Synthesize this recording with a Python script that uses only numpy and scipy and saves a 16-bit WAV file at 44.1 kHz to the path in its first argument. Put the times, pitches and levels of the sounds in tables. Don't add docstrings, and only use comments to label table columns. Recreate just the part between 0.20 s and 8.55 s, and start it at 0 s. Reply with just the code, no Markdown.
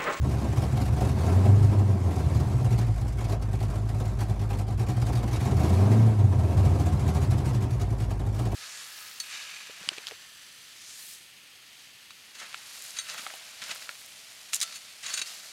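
import sys
import numpy as np
from scipy import signal
from scipy.fft import rfft, irfft, next_fast_len
from scipy.io import wavfile
from scipy.ndimage import uniform_filter1d

SR = 44100
rng = np.random.default_rng(int(sys.argv[2]) if len(sys.argv) > 2 else 0)


def bounce(signal):
    frames = np.transpose(np.atleast_2d(signal))
    limited = np.clip(frames, -1, 1)
    pcm = np.round(limited * 32767).astype(np.int16)
    wavfile.write(sys.argv[1], SR, pcm)


N = 368235

# t/s, firing rate/Hz, drone/dB, thump/dB, hiss/dB, growl/dB
REVS = [(0, 71.5, -24, -20.5, -51.5, -37), (.45, 67.1, -29.5, -23.5, -48.5, -36.5),
        (.8, 63.17, -24.5, -25.5, -57, -38), (1.05, 83, -31.5, -22.5, -47, -34),
        (1.17, 93.1, -19, -27, -49.5, -34), (1.4, 102.1, -22, -21.5, -51.5, -37),
        (1.7, 97.3, -24, -28.5, -55, -37.5), (1.9, 83.36, -27, -29.5, -51.5, -43.5),
        (2.02, 75.34, -44, -21, -51, -36.5), (2.3, 74.17, -34, -21.5, -51, -38),
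        (2.55, 57.9, -26.5, -22, -51.5, -39.5), (2.8, 55.56, -28.5, -27.5, -52, -42),
        (3.1, 52.97, -30.5, -29, -62, -42), (3.8, 53.22, -30.5, -27, -54, -38.5),
        (4.3, 53.26, -30.5, -28, -57.5, -43), (4.6, 54.99, -32, -27, -66, -45),
        (4.85, 58.05, -29, -23.5, -54, -38.5), (5.12, 55.2, -29, -28, -55, -35.5),
        (5.4, 78.53, -34, -22, -48.5, -40), (5.55, 89.78, -19.5, -27, -47, -33.5),
        (5.72, 107.4, -19.5, -32, -51, -32), (5.86, 113.3, -16.5, -30, -51, -37),
        (6.0, 100.9, -26, -25.5, -56, -42), (6.2, 86.9, -26.5, -23, -53, -37.5),
        (6.45, 76.76, -27, -21, -50.5, -36.5), (6.95, 75.14, -32, -22, -53.5, -39),
        (7.35, 68.11, -35, -22, -57, -38.5), (7.65, 54.25, -29.5, -26, -57, -42.5),
        (8.05, 51.74, -31, -29, -58, -41), (8.35, 54.8, -30, -28, -55, -42)]
# t/s, hiss peak/dB, growl peak over hiss peak/dB, # loss by the next firing/dB (sign ignored),
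# thump size
CHUFFS = [(0.0924, -37, 3.5, 0.5, 1.36), (0.1387, -39, -3, 1.5, 1.16), (0.1827, -38, 3, 5.5, 1.26),
          (0.2823, -42, -2, 5, 1.1), (0.3262, -37, 3.5, 3, 1.06), (0.3727, -32, -2, 8.5, 1.9),
          (0.4181, -34, 4.5, 3, 1.24), (0.5226, -38, 8, 2, 2.1), (0.5698, -34, 3.5, 10, 1.6),
          (0.614, -32.5, -2, 6, 1.6), (0.6562, -34.5, 0.5, 4, 1.25), (0.7249, -38.5, 1, 1.5, 1.7),
          (0.7651, -37, 5.5, -1, 1.6), (0.8076, -32.5, 8.5, 5, 1.8), (0.8505, -34.5, 3, 2, 1.5),
          (0.892, -34.5, 2.5, 5, 1.78), (0.9877, -36, 3.5, -0.5, 1.24), (1.0648, -35, 7, 1, 1.04),
          (1.1225, -35.5, 6, 1, 0.94), (1.2416, -39, 11, 5, 0.62), (1.2847, -40, 9, 7, 1.3),
          (1.4282, -35, 4, 3, 1.3), (1.584, -40, 8, 1.5, 1.2), (1.692, -41.5, 8.5, 1, 1.1),
          (1.8608, -42.5, 9.5, 0, 1.48), (1.9065, -38.5, 8, 0.5, 1.05), (1.959, -37, 6, 0.5, 1.3),
          (2.0591, -47, -2, 7, 1.5), (2.1109, -43, 5, 2, 1.03), (2.1488, -35, -0.5, 2, 1.34),
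          (2.1993, -35.5, 7, 12, 1.7), (2.3337, -46, -1, 3, 1.3), (2.4096, -41.5, 7.5, 3, 1.04),
          (2.4456, -35, 3, 5, 1.5), (2.5071, -35.5, 4, 1, 1.35), (2.5866, -33, 0.5, 2.5, 1.4),
          (2.6783, -42, 6, 1, 1.4), (2.812, -39, 2, 8, 1.5), (2.8805, -38, -1, 3, 1.2),
          (2.9234, -41, -5, 9, 0.92), (2.986, -37, 2.5, 1, 1.2), (3.044, -35.5, 0, 13, 1.72),
          (3.096, -35, 4.5, 2, 1.9), (3.2233, -38, -6, 7, 1.47), (3.2876, -44.5, -6, 3, 1.35),
          (3.3304, -38, 3, 3, 1.8), (3.404, -37, 3, 1, 1.75), (3.5013, -38.5, 0, 13, 0.87),
          (3.5551, -38, 3, 3.5, 1.3), (3.6304, -55, 4, 0, 1), (3.6895, -37, -1, 10, 1.4),
          (3.7454, -40.5, 1, 3, 1.36), (3.8006, -36, 7, 8.5, 1.8), (3.8532, -38, -6, 1.5, 1.296),
          (4.006, -32, 1.5, 7, 1.68), (4.097, -37, 3, 9, 1.9), (4.1945, -40, 5, 0.5, 1.397),
          (4.3038, -35.5, 4.5, 2, 1.5), (4.3881, -35, 2, 4.5, 1.47), (4.48, -39.5, 4.5, 1, 1.09),
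          (4.595, -35, 5, 2.5, 1.43), (4.6853, -34.5, 4, 1, 1.6), (4.767, -38, 4, 3, 1.26),
          (4.817, -34, 3.5, 11, 1.6), (4.8656, -33.5, 2.5, 4, 1.12), (4.9296, -35, 4.5, 3, 1.21),
          (4.9529, -33.5, 1, 2, 1.5), (5.031, -36.5, 8.5, 8.5, 1.21), (5.0775, -35.5, 1.5, 7, 1.2),
          (5.1293, -32, -6, 6, 1.7), (5.1601, -33, -8, 11, 1.4), (5.2071, -33, 4, 2, 1.65),
          (5.253, -32.5, 5.5, 3.5, 1.324), (5.3114, -35, 7.5, 4, 1.9), (5.3674, -34.5, 3.5, 3, 1.52),
          (5.3961, -33.5, 7, 2, 1.57), (5.433, -33, 6.5, 3, 1.4), (5.4954, -34, 7.5, 10, 0.98),
          (5.5289, -33.5, 1, 9, 1.4), (5.7144, -34, 3, 3, 1.06), (5.8633, -39, 9.5, 4, 0.94),
          (5.988, -40, 9, -1, 1.2), (6.04, -41, 5, -2.5, 1.7), (6.1894, -39.5, 7, 4, 1.4),
          (6.3737, -35.5, 5.5, 2.5, 1.4), (6.4519, -34, 6, 8, 2.18), (6.5176, -46, -1, 5, 1.64),
          (6.5984, -34, 3.5, 4, 1.5), (6.6612, -34.5, 3.5, -2.5, 1.6), (6.7291, -37, -9, 9, 1.94),
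          (6.7954, -36, 3, 3, 1.2), (6.8792, -33, 3, 1.5, 1.7), (6.9485, -35, 5.5, 1.5, 1.509),
          (7.018, -34.5, 0.5, 1.5, 1.45), (7.1096, -33, 3, 6.5, 1.4), (7.1823, -36, 2, 5, 1.13),
          (7.2563, -34.5, 2, 1, 1.4), (7.3458, -34.5, -5, 5, 1.4), (7.4228, -35.5, 1, 6, 1),
          (7.5072, -37.5, -2, 2, 1.47), (7.6132, -34, 1.5, 8.5, 1.43), (7.7039, -39.5, 3, 4, 1.58),
          (7.8004, -36, 2, 1.5, 1.46), (7.907, -36, 5.5, 7, 1.4), (7.994, -40, 6, 13, 1.17),
          (8.0651, -41, 5.5, 2, 1.9), (8.1458, -38.5, 3, 0.5, 1.4), (8.1919, -34, 4, 5.5, 1.87),
          (8.2528, -36.5, 5.5, 4, 1.38), (8.3183, -37.5, 7.5, 0, 1.04)]
# f/Hz, width/Hz, level/dB
CAB_MODES = [(46, 30.8, -5.5), (97.9, 23.5, 2), (123.3, 15.6, 2), (152.5, 22.5, -14), (200.3, 13.5, -19),
             (269.7, 8.8, -24), (309, 24, -22.5), (386, 34, -25)]


def amp(db):
    return 10 ** (np.asarray(db) / 20)


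def along(points, hz):
    f, v = np.transpose(points)
    return np.interp(np.log(hz + 1), np.log(f + 1), v)


def revs_at(t):
    s, *columns = np.transpose(REVS)
    return [np.interp(t, s, c) for c in columns]


def filtered(x, response):
    m = next_fast_len(N + SR // 2)
    return irfft(rfft(x, m) * response(np.fft.rfftfreq(m, 1 / SR)), m)[:N]


def modes(table):
    return lambda f: sum((-1) ** k * amp(db) * 1j * f * width / (hz * hz - f * f + 1j * f * width)
                         for k, (hz, width, db) in enumerate(table))


def train(times, sizes):
    return np.bincount(np.clip(np.round(times * SR).astype(int), 0, N - 1), sizes, N)


def puffs(times, db, rise_s, fall_t60, echo_t60, echo_db):
    step_s = .0005
    t = np.arange(0, .5, step_s)
    decay = amp(-120 * t / fall_t60) + amp(2 * echo_db - 120 * t / echo_t60)
    shape = (1 - np.exp(-t / rise_s)) ** 2 * decay
    starts = np.bincount(np.round(np.clip(times, 0, None) / step_s).astype(int), amp(2 * db))
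    power = np.abs(signal.fftconvolve(starts, shape / shape.max()))
    return np.interp(np.arange(N) / SR, np.arange(len(power)) * step_s, np.sqrt(power))


def firings():
    t = np.arange(N) / SR
    count = np.cumsum(revs_at(t)[0]) / SR
    chuff_s = np.transpose(CHUFFS)[0]
    loping_s = chuff_s[revs_at(chuff_s)[0] < 78]
    angle = 2 * np.pi * np.interp(loping_s, t, count)
    slip = np.arctan2(uniform_filter1d(np.sin(angle), size=5), uniform_filter1d(np.cos(angle), size=5))
    count -= np.interp(t, loping_s, np.unwrap(slip)) / (2 * np.pi)
    times = np.interp(np.arange(np.ceil(count[0]), count[-1]), count, t)
    return count, times, np.abs(times - chuff_s[:, None]).argmin(axis=1)


def lope(times, strong):
    index = np.arange(len(times))
    chuff = np.clip(np.searchsorted(strong, index, side="right") - 1, 0, None)
    lack_db = np.abs(np.transpose(CHUFFS)[3][chuff]) * np.abs(index - strong[chuff]) ** 1.85
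    lead_in = np.setdiff1d(np.clip(strong - 1, 0, None), strong)
    chuff[lead_in], lack_db[lead_in] = np.searchsorted(strong, lead_in), 5.5
    return chuff, lack_db


def drone(count, times, strong):
    # multiple of the firing rate, level against the note/dB
    pipe_orders = [(2, -15), (4, -25.5)]
    # multiple of the firing rate, level against the note/dB
    cab_orders = [(1.25, -8.5), (2, -12)]
    t = np.arange(N) / SR
    caught_db = np.clip(3.5 - lope(times, strong)[1], 0, None)
    swell_db = 0.31 * np.interp(t, times, caught_db - caught_db.mean())
    level = np.sqrt(2) * amp(revs_at(t)[1] + swell_db)
    note = np.sin(2 * np.pi * (count + 0.038))
    overtones = sum(amp(db) * np.sin(2 * np.pi * order * count) for order, db in pipe_orders)
    cab_tones = sum(amp(db) * np.sin(2 * np.pi * order * count) for order, db in cab_orders)
    return level * (note + overtones) + filtered(level * cab_tones, modes(CAB_MODES))


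def blower(count, pulses_per_firing=2.67):
    octaves = np.log2(revs_at(np.arange(N) / SR)[0] / 70)
    rotors = amp(-29.5 + 21 * octaves) * np.sin(2 * np.pi * pulses_per_firing * count)
    return filtered(rotors, modes(CAB_MODES))


def thump(times, strong):
    cylinders = [0.31, 0.32, -0.43, -0.056, 0.21, 0.083, -0.26, 0.11]
    charge_luck, timing_luck = rng.uniform(-1, 1, (len(times), 2)).T
    size = .05 + np.resize(cylinders, len(times)) + 0.92 * charge_luck
    chuff, lack_db = lope(times, strong)
    catch = np.transpose(CHUFFS)[4][chuff] * amp(-lack_db)
    size = np.where(catch > .55, catch + 0.34 * charge_luck, size)
    wander_s = 0.001 * timing_luck - .002
    pushes = train(times + wander_s, size * amp(revs_at(times)[2]))
    cab = lambda f: modes(CAB_MODES)(f) * (1j * f / (42 + 1j * f)) ** 4 / (1 + 1j * f / 450) ** 3
    return filtered(pushes, cab) / np.std(filtered(train(times, size), cab))


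def patchy_noise(depth_db):
    spectrum = signal.stft(rng.standard_normal(N), nperseg=512)[2]
    patches = uniform_filter1d(rng.standard_normal(spectrum.shape), size=3, axis=0)
    patches = uniform_filter1d(patches, size=5, axis=1)
    patches /= np.sqrt(np.mean(patches ** 2))
    return signal.istft(spectrum * amp(depth_db * patches), nperseg=512)[1][:N]


def hiss(times, level_db):
    # f/Hz, level/dB
    jet_colour = [(710, -8.5), (1200, 0), (1490, -3.5), (1600, -4.5), (1970, -6), (2210, -5), (2950, -10.5),
                  (7760, -10.5), (11400, -15.5), (15600, -33.5)]
    # f/Hz, puff t60/s, echo t60/s, echo/dB, dB gained per dB of puff
    jet_bands = [(1500, 0.091, 0.54, -13, 1.03), (4400, 0.1, 0.5, -19, 1.1774), (8000, 0.09, 0.14, -18, 1),
                 (11400, 0.089, 0.11, -18.5, 1.1), (15000, 0.043, .12, -16, 1.53)]
    noise = patchy_noise(depth_db=2.5)
    scale = np.std(filtered(noise, lambda f: amp(along(jet_colour, f))))
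    bright_db = level_db + 59 - 7 * np.log2(revs_at(times)[0] / 70)
    jet = np.zeros(N)
    for centre_hz, fall_t60, echo_t60, echo_db, slope in jet_bands:
        share = [(hz, float(hz == centre_hz)) for hz, *_ in jet_bands]
        band = filtered(noise, lambda f: amp(along(jet_colour, f)) * along(share, f)) / scale
        jet += band * puffs(times, level_db + (slope - 1) * bright_db, 0.0058, fall_t60, echo_t60, echo_db)
    return jet


def growl(times, level_db, knock):
    # f/Hz, width/Hz, level/dB
    panels = [(193.2, 30.7, 9), (275.3, 34, 4.5), (309.7, 39, 2.5), (399.8, 33.5, 2), (476, 45, -4),
              (532, 25.4, -0.5), (628, 87, -3.5), (721, 40.7, -2.5), (793, 30, -4.5), (910.5, 29, -3.5),
              (964, 70, -8), (1112, 81, -10), (1210, 49, -14.5), (1358, 31, -13.5), (1568, 39, -17),
              (2354, 250, -22), (2480, 215, -21.5)]
    noise = rng.standard_normal(N)
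    burst = noise * puffs(times + 0.0034, level_db, 0.0037, fall_t60=0.091, echo_t60=0.32, echo_db=-12)
    burst += train(times + .007, amp(level_db + 18) * knock)
    fullness = amp(3.05 * np.log2(revs_at(np.arange(N) / SR)[0] / 70))
    low = filtered(burst, modes([m for m in panels if m[0] < 450])) * fullness
    high = filtered(burst, modes([m for m in panels if m[0] >= 450]))
    return (low + high) / np.std(filtered(noise, modes(panels)))


def exhaust(times, strong):
    crest_db = 9.5
    growl_crest_gap_db = 7
    chuff_s, peak_db, over_db = np.transpose(CHUFFS)[:3]
    times = times.copy()
    times[strong] = chuff_s - .003
    chuff, lack_db = lope(times, strong)
    caught_db = peak_db[chuff] - crest_db - lack_db
    puff_luck, growl_luck, knock_luck = rng.standard_normal((len(times), 3)).T
    puff_luck[strong] = growl_luck[strong] = 0
    hiss_db, growl_db = revs_at(times)[3:]
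    hiss_db = np.maximum(hiss_db, caught_db) + 0.97 * puff_luck
    growl_db = np.maximum(growl_db, caught_db + over_db[chuff] + growl_crest_gap_db)
    growl_db += 3.06 * puff_luck + 2.05 * growl_luck
    return hiss(times, hiss_db) + growl(times, growl_db, np.tanh(knock_luck))


def pipe_ring():
    # f/Hz, width/Hz, level/dB
    pipes = [(307.6, 23, 0), (394.6, 23, -0.5), (727.6, 20.7, 1.5), (812, 30, -5.5)]
    chuff_s, peak_db, over_db = np.transpose(CHUFFS)[:3]
    ring_db = peak_db + over_db - 4.5
    noise = rng.standard_normal(N)
    gas = noise * puffs(chuff_s, ring_db, rise_s=0.0043, fall_t60=0.037, echo_t60=0.26, echo_db=-11)
    return filtered(gas, modes(pipes)) / np.std(filtered(noise, modes(pipes)))


def scene():
    count, times, strong = firings()
    gas = exhaust(times, strong) + pipe_ring()
    low_end = drone(count, times, strong) + blower(count) + thump(times, strong)
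    return (gas - low_end)[None]


def record(dry):
    return filtered(dry[0], lambda hz: hz < 15750)[None]


dry = scene()
out = record(dry)
bounce(out)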